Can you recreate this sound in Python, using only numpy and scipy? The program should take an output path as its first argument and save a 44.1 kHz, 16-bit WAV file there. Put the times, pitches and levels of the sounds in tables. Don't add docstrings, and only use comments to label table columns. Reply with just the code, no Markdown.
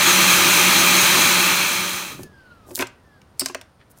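import sys
import numpy as np
from scipy import signal
from scipy.fft import rfft, irfft, next_fast_len
from scipy.io import wavfile
from scipy.ndimage import uniform_filter1d, map_coordinates

SR = 44100
rng = np.random.default_rng(int(sys.argv[2]) if len(sys.argv) > 2 else 0)


def to_wav(sig):
    pcm = np.clip(np.atleast_2d(sig), -1, 1) * 32767
    pcm = np.round(pcm).astype(np.int16)
    wavfile.write(sys.argv[1], SR, pcm.T)


N = 176400
TIME = np.arange(N) / SR

# (frequency [Hz], relative level [dB])
AMBIENT_SPECTRUM = [(25, -15), (50, -6.5), (78, 2), (170, -5), (350, -11), (600, -12.5), (1500, -17.5),
                    (2300, -26.5), (5000, -30.5), (7000, -36.5), (16000, -42.5)]
# (time [s], level [dB])
AMBIENT_LEVEL = [(2.3, -52.5), (4, -54.5)]
# (time [s], frequency [Hz], level [dB])
WHINE_GLIDES = [
    [(2.2, 1793, -58), (2.5, 1444, -53.5), (2.72, 1160, -60)],
    [(2.95, 1950, -74), (3.13, 1690, -61.5), (3.35, 1347, -78)],
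]
# (frequency [Hz], t60 [s])
ROOM_DECAY = [(150, 0.19), (2000, 0.31), (6000, 0.22), (14000, 0.087)]

# (frequency [Hz], relative level [dB], t60 [s])
SLAB_MODES = [(110, -13.5, 0.14), (267, -4, 0.13), (369, -2.5, 0.14), (558, -7, 0.056)]
RIM_MODES = [(644, 3.5, 0.035), (973, -2.5, 0.07), (1205, -9, 0.053), (1520, -3.5, 0.052),
             (1840, -6, 0.029), (2310, -3.5, 0.041), (2507, -1, 0.033), (2970, -14, 0.025)]
STEEL_MODES = [(4270, -11, .07), (4600, -4, 0.067), (4950, -6.5, 0.13), (5300, -5, 0.09),
               (8170, -1.5, 0.061), (10970, -7.5, 0.026), (14600, -2, .035)]
# (time [s], thud gain [dB], clack gain [dB], tick gain [dB], contact brightness [Hz])
IMPACTS = [(2.19, -29, -34.5, -53, 910), (2.232, -36, -34, -26, 3600), (2.708, -28, -37, -37, 900),
           (2.776, -32, -23, -36.5, 1600), (2.7931, -22.5, -13.5, -23, 2010),
           (2.823, -22.5, -7, -18.5, 2070), (2.826, -32, -14.5, -43, 756), (2.87, -61, -31, -29.5, 2720),
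           (3.216, -65, -44, -46, 2600), (3.3955, -53, -26, -10, 4300), (3.408, -41, -27, -16.5, 2010),
           (3.417, -27, -18.5, -23, 850), (3.4594, -43, -16, -9.5, 2400), (3.485, -48, -29, -25, 2300),
           (3.497, -34.5, -21.5, -46, 906), (3.547, -34, -16.5, -18, 1930), (3.551, -37, -15.5, -50, 670),
           (3.6128, -61, -29.5, -31, 2550)]
# (time [s], gain [dB])
FREE_CLINKS = [(3.3951, -16), (3.407, -23)]
# (start [s], duration [s], gain [dB])
THREAD_RASPS = [(2.796, .024, -22.5)]
# (time [s], gain [dB])
SHANK_SLIPS = [(2.752, -8.5), (2.7568, 1), (2.766, -10), (2.781, -17), (2.790, -3)]
# (midpoint [s], half width [s], level [dB], centre [Hz])
RUB_STROKES = [(2.125, 0.02, -43.5, 298), (2.2, 0.1, -43.5, 150), (2.21, .04, -52, 10000),
               (2.704, 0.031, -51.5, 8750), (2.7, 0.026, -42.5, 328), (2.774, 0.027, -35.5, 10000),
               (2.813, 0.015, -28.5, 6510), (2.858, 0.027, -51, 1390), (3.414, 0.007, -37.5, 7950),
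               (3.465, 0.05, -44.5, 5200), (3.815, 0.017, -56.5, 1550), (3.912, 0.011, -55.5, 11050),
               (3.985, 0.018, -56, 9040)]

# (time [s], gain [dB])
DRILL_LEVEL = [(0, -16), (.1, -14), (1.25, -14.5), (1.5, -17.5), (1.75, -21.5), (1.98, -26.5), (2.12, -35),
               (2.28, -66)]
# (time [s], mean shaft rate [Hz], swing within a saw turn [Hz])
SHAFT_SPEED = [(0, 289.3, 4.5), (.45, 288.5, 4.2), (1.25, 291.3, 2), (2.1, 289.5, 1.7)]
# (multiple of shaft rate [1], relative level [dB], swell on binding [dB])
SHAFT_ORDERS = [(2, -24.3, 0), (11, -15.5, 0), (11.8, -23, 1), (21, -16, -1), (22.5, -20, 3.5)]
# (frequency [Hz], relative level [dB], wander [Hz], flutter [dB])
STEADY_TONES = [(182.6, -19, 3.4, 2.6), (3917.7, -14.3, 1.5, 1.3)]
# (midpoint [s], relative level [dB])
SAW_SQUEALS = [(.09, -7), (.315, -10), (.8, -12), (1.02, -10.5), (1.23, -9.5)]
# (frequency [Hz], relative level [dB])
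GRIND_SPECTRUM = [(700, -13), (830, -4), (1050, -5.5), (1250, -3), (1400, -4.5), (2000, -6), (2300, -3),
                  (2600, -2.5), (3000, -8.5), (3400, -5.5), (3750, -8.5), (4200, -5.5), (4600, -10.5),
                  (5600, -9.5), (6400, -7), (7600, -10), (9000, -11), (9800, -8.5), (10400, -15.5),
                  (13500, -14), (14700, -8), (16000, -23.5)]
RUMBLE_SPECTRUM = [(40, -33), (75, -13), (120, -7), (175, -2), (210, -6.5), (245, -1), (280, -6),
                   (355, 4.5), (415, -9), (540, -5.5), (720, -10), (900, -21), (1500, -51.5)]
# (frequency [Hz], width [octaves], relative level [dB], surge [dB])
CUP_RESONANCES = [(1220, 0.055, -17, 4), (2413, 0.13, -10.5, 2.5), (4230, 0.039, -16, 1.5)]


def amp(db):
    return 10 ** (np.asarray(db) / 20)


def unit(x):
    return x / np.sqrt(np.mean(x ** 2) + 1e-20)


def along(points, hz):
    f, values = np.transpose(points)
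    return np.interp(np.log(hz + 1), np.log(f + 1), values)


def curves(rows):
    times, *columns = np.transpose(rows)
    return [np.interp(TIME, times, column) for column in columns]


def random_spline(positions):
    return map_coordinates(rng.standard_normal(N // 20), [positions], mode="mirror")


def wobble(rate):
    return random_spline(TIME * rate)


def filtered(x, response):
    n = x.shape[-1]
    size = next_fast_len(n + 8192)
    return irfft(rfft(x, size) * response(np.fft.rfftfreq(size, 1 / SR)), size)[..., :n]


def noise(response):
    return unit(filtered(rng.standard_normal(N), response))


def band(centre_hz, octaves):
    return lambda f: np.exp(-.5 * (np.log2((f + 1) / centre_hz) / octaves) ** 2)


def tone(hz):
    return np.sqrt(2) * np.sin(2 * np.pi * (np.cumsum(hz) / SR + rng.random()))


def add(out, start_s, x):
    i = round(start_s * SR)
    out[i:i + len(x)] += x[:max(N - i, 0)]


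def room_noise():
    level_db, = curves(AMBIENT_LEVEL)
    floor = noise(lambda f: amp(along(AMBIENT_SPECTRUM, f))) * amp(level_db + .6 * wobble(5.8))
    return floor + amp(-79.5) * noise(band(9020, octaves=.016))


def falling_whines():
    out = np.zeros(N)
    for glide in WHINE_GLIDES:
        hz, db = curves(glide)
        gate = uniform_filter1d(1. * ((TIME > glide[0][0]) & (TIME < glide[-1][0])), size=2000)
        fundamental = tone(hz + 12 * wobble(250))
        overtones = sum(tone(k * (hz + 90 * wobble(500))) for k in (2, 3))
        out += gate * (fundamental + amp(-17.5) * overtones) * amp(db + 3.2 * wobble(50))
    return out


def reverberation(x):
    hz, t, spectrum = signal.stft(rng.standard_normal(SR // 2), SR, nperseg=256)
    decay = amp(-60 * t / along(ROOM_DECAY, hz)[:, None])
    _, tail = signal.istft(spectrum * decay, SR, nperseg=256)
    delayed = np.pad(x, (SR // 200, 0))
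    return signal.fftconvolve(delayed, tail / np.linalg.norm(tail))[:N]


def burst(t60, hz, octaves):
    t = np.arange(SR // 4) / SR
    ripple_db, ripple_spacing_hz = 3.5, 350
    colour = lambda f: band(hz, octaves)(f) * amp(ripple_db * random_spline(f / ripple_spacing_hz))
    envelope = amp(-60 * t / t60) * (1 - np.exp(-t * hz))
    return unit(filtered(rng.standard_normal(len(t)), colour)) * envelope


def ring(modes, t60_scale=1, detune=0, relative_linewidth=.01):
    t = np.arange(SR // 4) / SR
    out = np.zeros(len(t))
    for hz, db, t60 in modes:
        envelope = amp(db + rng.normal(0, 2.2) - 60 * t / (t60 * t60_scale)) * (1 - np.exp(-t * hz))
        shifted_hz = hz * (1 + detune * rng.normal())
        drift = np.cumsum(rng.standard_normal(len(t))) * np.sqrt(relative_linewidth * hz / SR / (2 * np.pi))
        out += envelope * np.sin(2 * np.pi * (shifted_hz * t + drift + rng.random()))
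    return out


def knock(thud_db, clack_db, tick_db, hz):
    grip_detune = .04
    thud = ring(SLAB_MODES) + amp(-5.5) * burst(t60=.051, hz=400, octaves=.9)
    clack = ring(RIM_MODES, detune=grip_detune) + amp(8.5) * burst(t60=.02, hz=hz, octaves=.51)
    held_steel = amp(-4.5) * ring(STEEL_MODES, t60_scale=.2, detune=grip_detune)
    tick = held_steel + burst(t60=.024, hz=2.3 * hz, octaves=.6)
    return amp(thud_db) * thud + amp(clack_db - 14.5) * clack + amp(tick_db - 6.5) * tick


def faucet(ridges_per_s=230):
    out = np.zeros(N)
    for s, thud_db, clack_db, tick_db, hz in IMPACTS:
        add(out, s, knock(thud_db, clack_db, tick_db, hz))
    for s, db in FREE_CLINKS:
        add(out, s, amp(db) * ring(STEEL_MODES))
    for start, duration, db in THREAD_RASPS:
        for s in np.arange(start, start + duration, 1 / ridges_per_s):
            onset = s + rng.normal(0, .00031)
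            add(out, onset, knock(db - 8.5, db + 6.5, db - 18, hz=1400 * 2 ** rng.normal(0, .68)))
    for s, db in SHANK_SLIPS:
        add(out, s, amp(db) * burst(t60=.0016, hz=9600, octaves=.99))
    for s, width, db, hz in RUB_STROKES:
        friction = noise(band(hz, octaves=.87)) * amp(db + 3.1 * wobble(400))
        out += friction * np.exp(-((TIME - s) / width) ** 2)
    return out


def shaft_motion(turn_s=.232, fastest_s=.05, bind_lag_s=.035):
    mean_hz, swing_hz = curves(SHAFT_SPEED)
    angle = 2 * np.pi * (TIME - fastest_s) / turn_s
    lopsided_cycle = np.cos(angle) + .3 * np.cos(2 * angle)
    shaft_hz = mean_hz + swing_hz * lopsided_cycle + .4 * wobble(40)
    bind = np.cos(angle - 2 * np.pi * bind_lag_s / turn_s) * swing_hz / swing_hz.max()
    return shaft_hz, bind


def motor(shaft_hz, bind):
    whine = sum(tone(order * shaft_hz) * amp(db + swell * bind + 1.6 * wobble(35))
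                for order, db, swell in SHAFT_ORDERS)
    steady = sum(tone(hz + wander * wobble(35)) * amp(db + flutter * wobble(30))
                 for hz, db, wander, flutter in STEADY_TONES)
    return whine + steady


def saw_squeal(shaft_hz, order=22.5, blur_hz=45, half_width_s=.03):
    envelope = sum(amp(db) * np.exp(-((TIME - s) / half_width_s) ** 2) for s, db in SAW_SQUEALS)
    return tone(order * shaft_hz + blur_hz * wobble(400)) * envelope


def grinding(bind):
    cut = lambda f: amp(along(GRIND_SPECTRUM, f)) / (1 + (740 / (f + 1)) ** 12)
    lowpass = lambda f: 1 / np.sqrt(1 + (f / 4200) ** 6)
    highpass = lambda f: np.sqrt(1 - lowpass(f) ** 2)
    housing_hz = STEADY_TONES[0][0]
    chatter = tone(housing_hz + 3 * wobble(12))
    bite = amp(.3 * bind + .51 * wobble(28) + .3 * wobble(500) + .5 * chatter)
    scour = noise(lambda f: cut(f) * lowpass(f)) * amp(-3)
    cup = sum(noise(band(hz, width)) * amp(db + surge * wobble(18))
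              for hz, width, db, surge in CUP_RESONANCES)
    hiss = noise(lambda f: cut(f) * highpass(f)) * amp(-5 + .7 * bind + 1.3 * wobble(1100))
    rumble = noise(lambda f: amp(along(RUMBLE_SPECTRUM, f))) * amp(-14 + wobble(22))
    return bite * (scour + cup) + hiss + rumble


def drill():
    level_db, = curves(DRILL_LEVEL)
    envelope = amp(level_db) * (TIME < DRILL_LEVEL[-1][0])
    shaft_hz, bind = shaft_motion()
    return envelope * (motor(shaft_hz, bind) + saw_squeal(shaft_hz) + grinding(bind))


def scene():
    handling = faucet()
    mono = drill() + handling + amp(-14.5) * reverberation(handling) + room_noise() + falling_whines()
    return np.array([mono, mono])


def record(dry):
    cutoff_hz = 16000
    return filtered(dry, lambda hz: 1 / np.sqrt(1 + (hz / cutoff_hz) ** 240))


dry = scene()
out = record(dry)
to_wav(out)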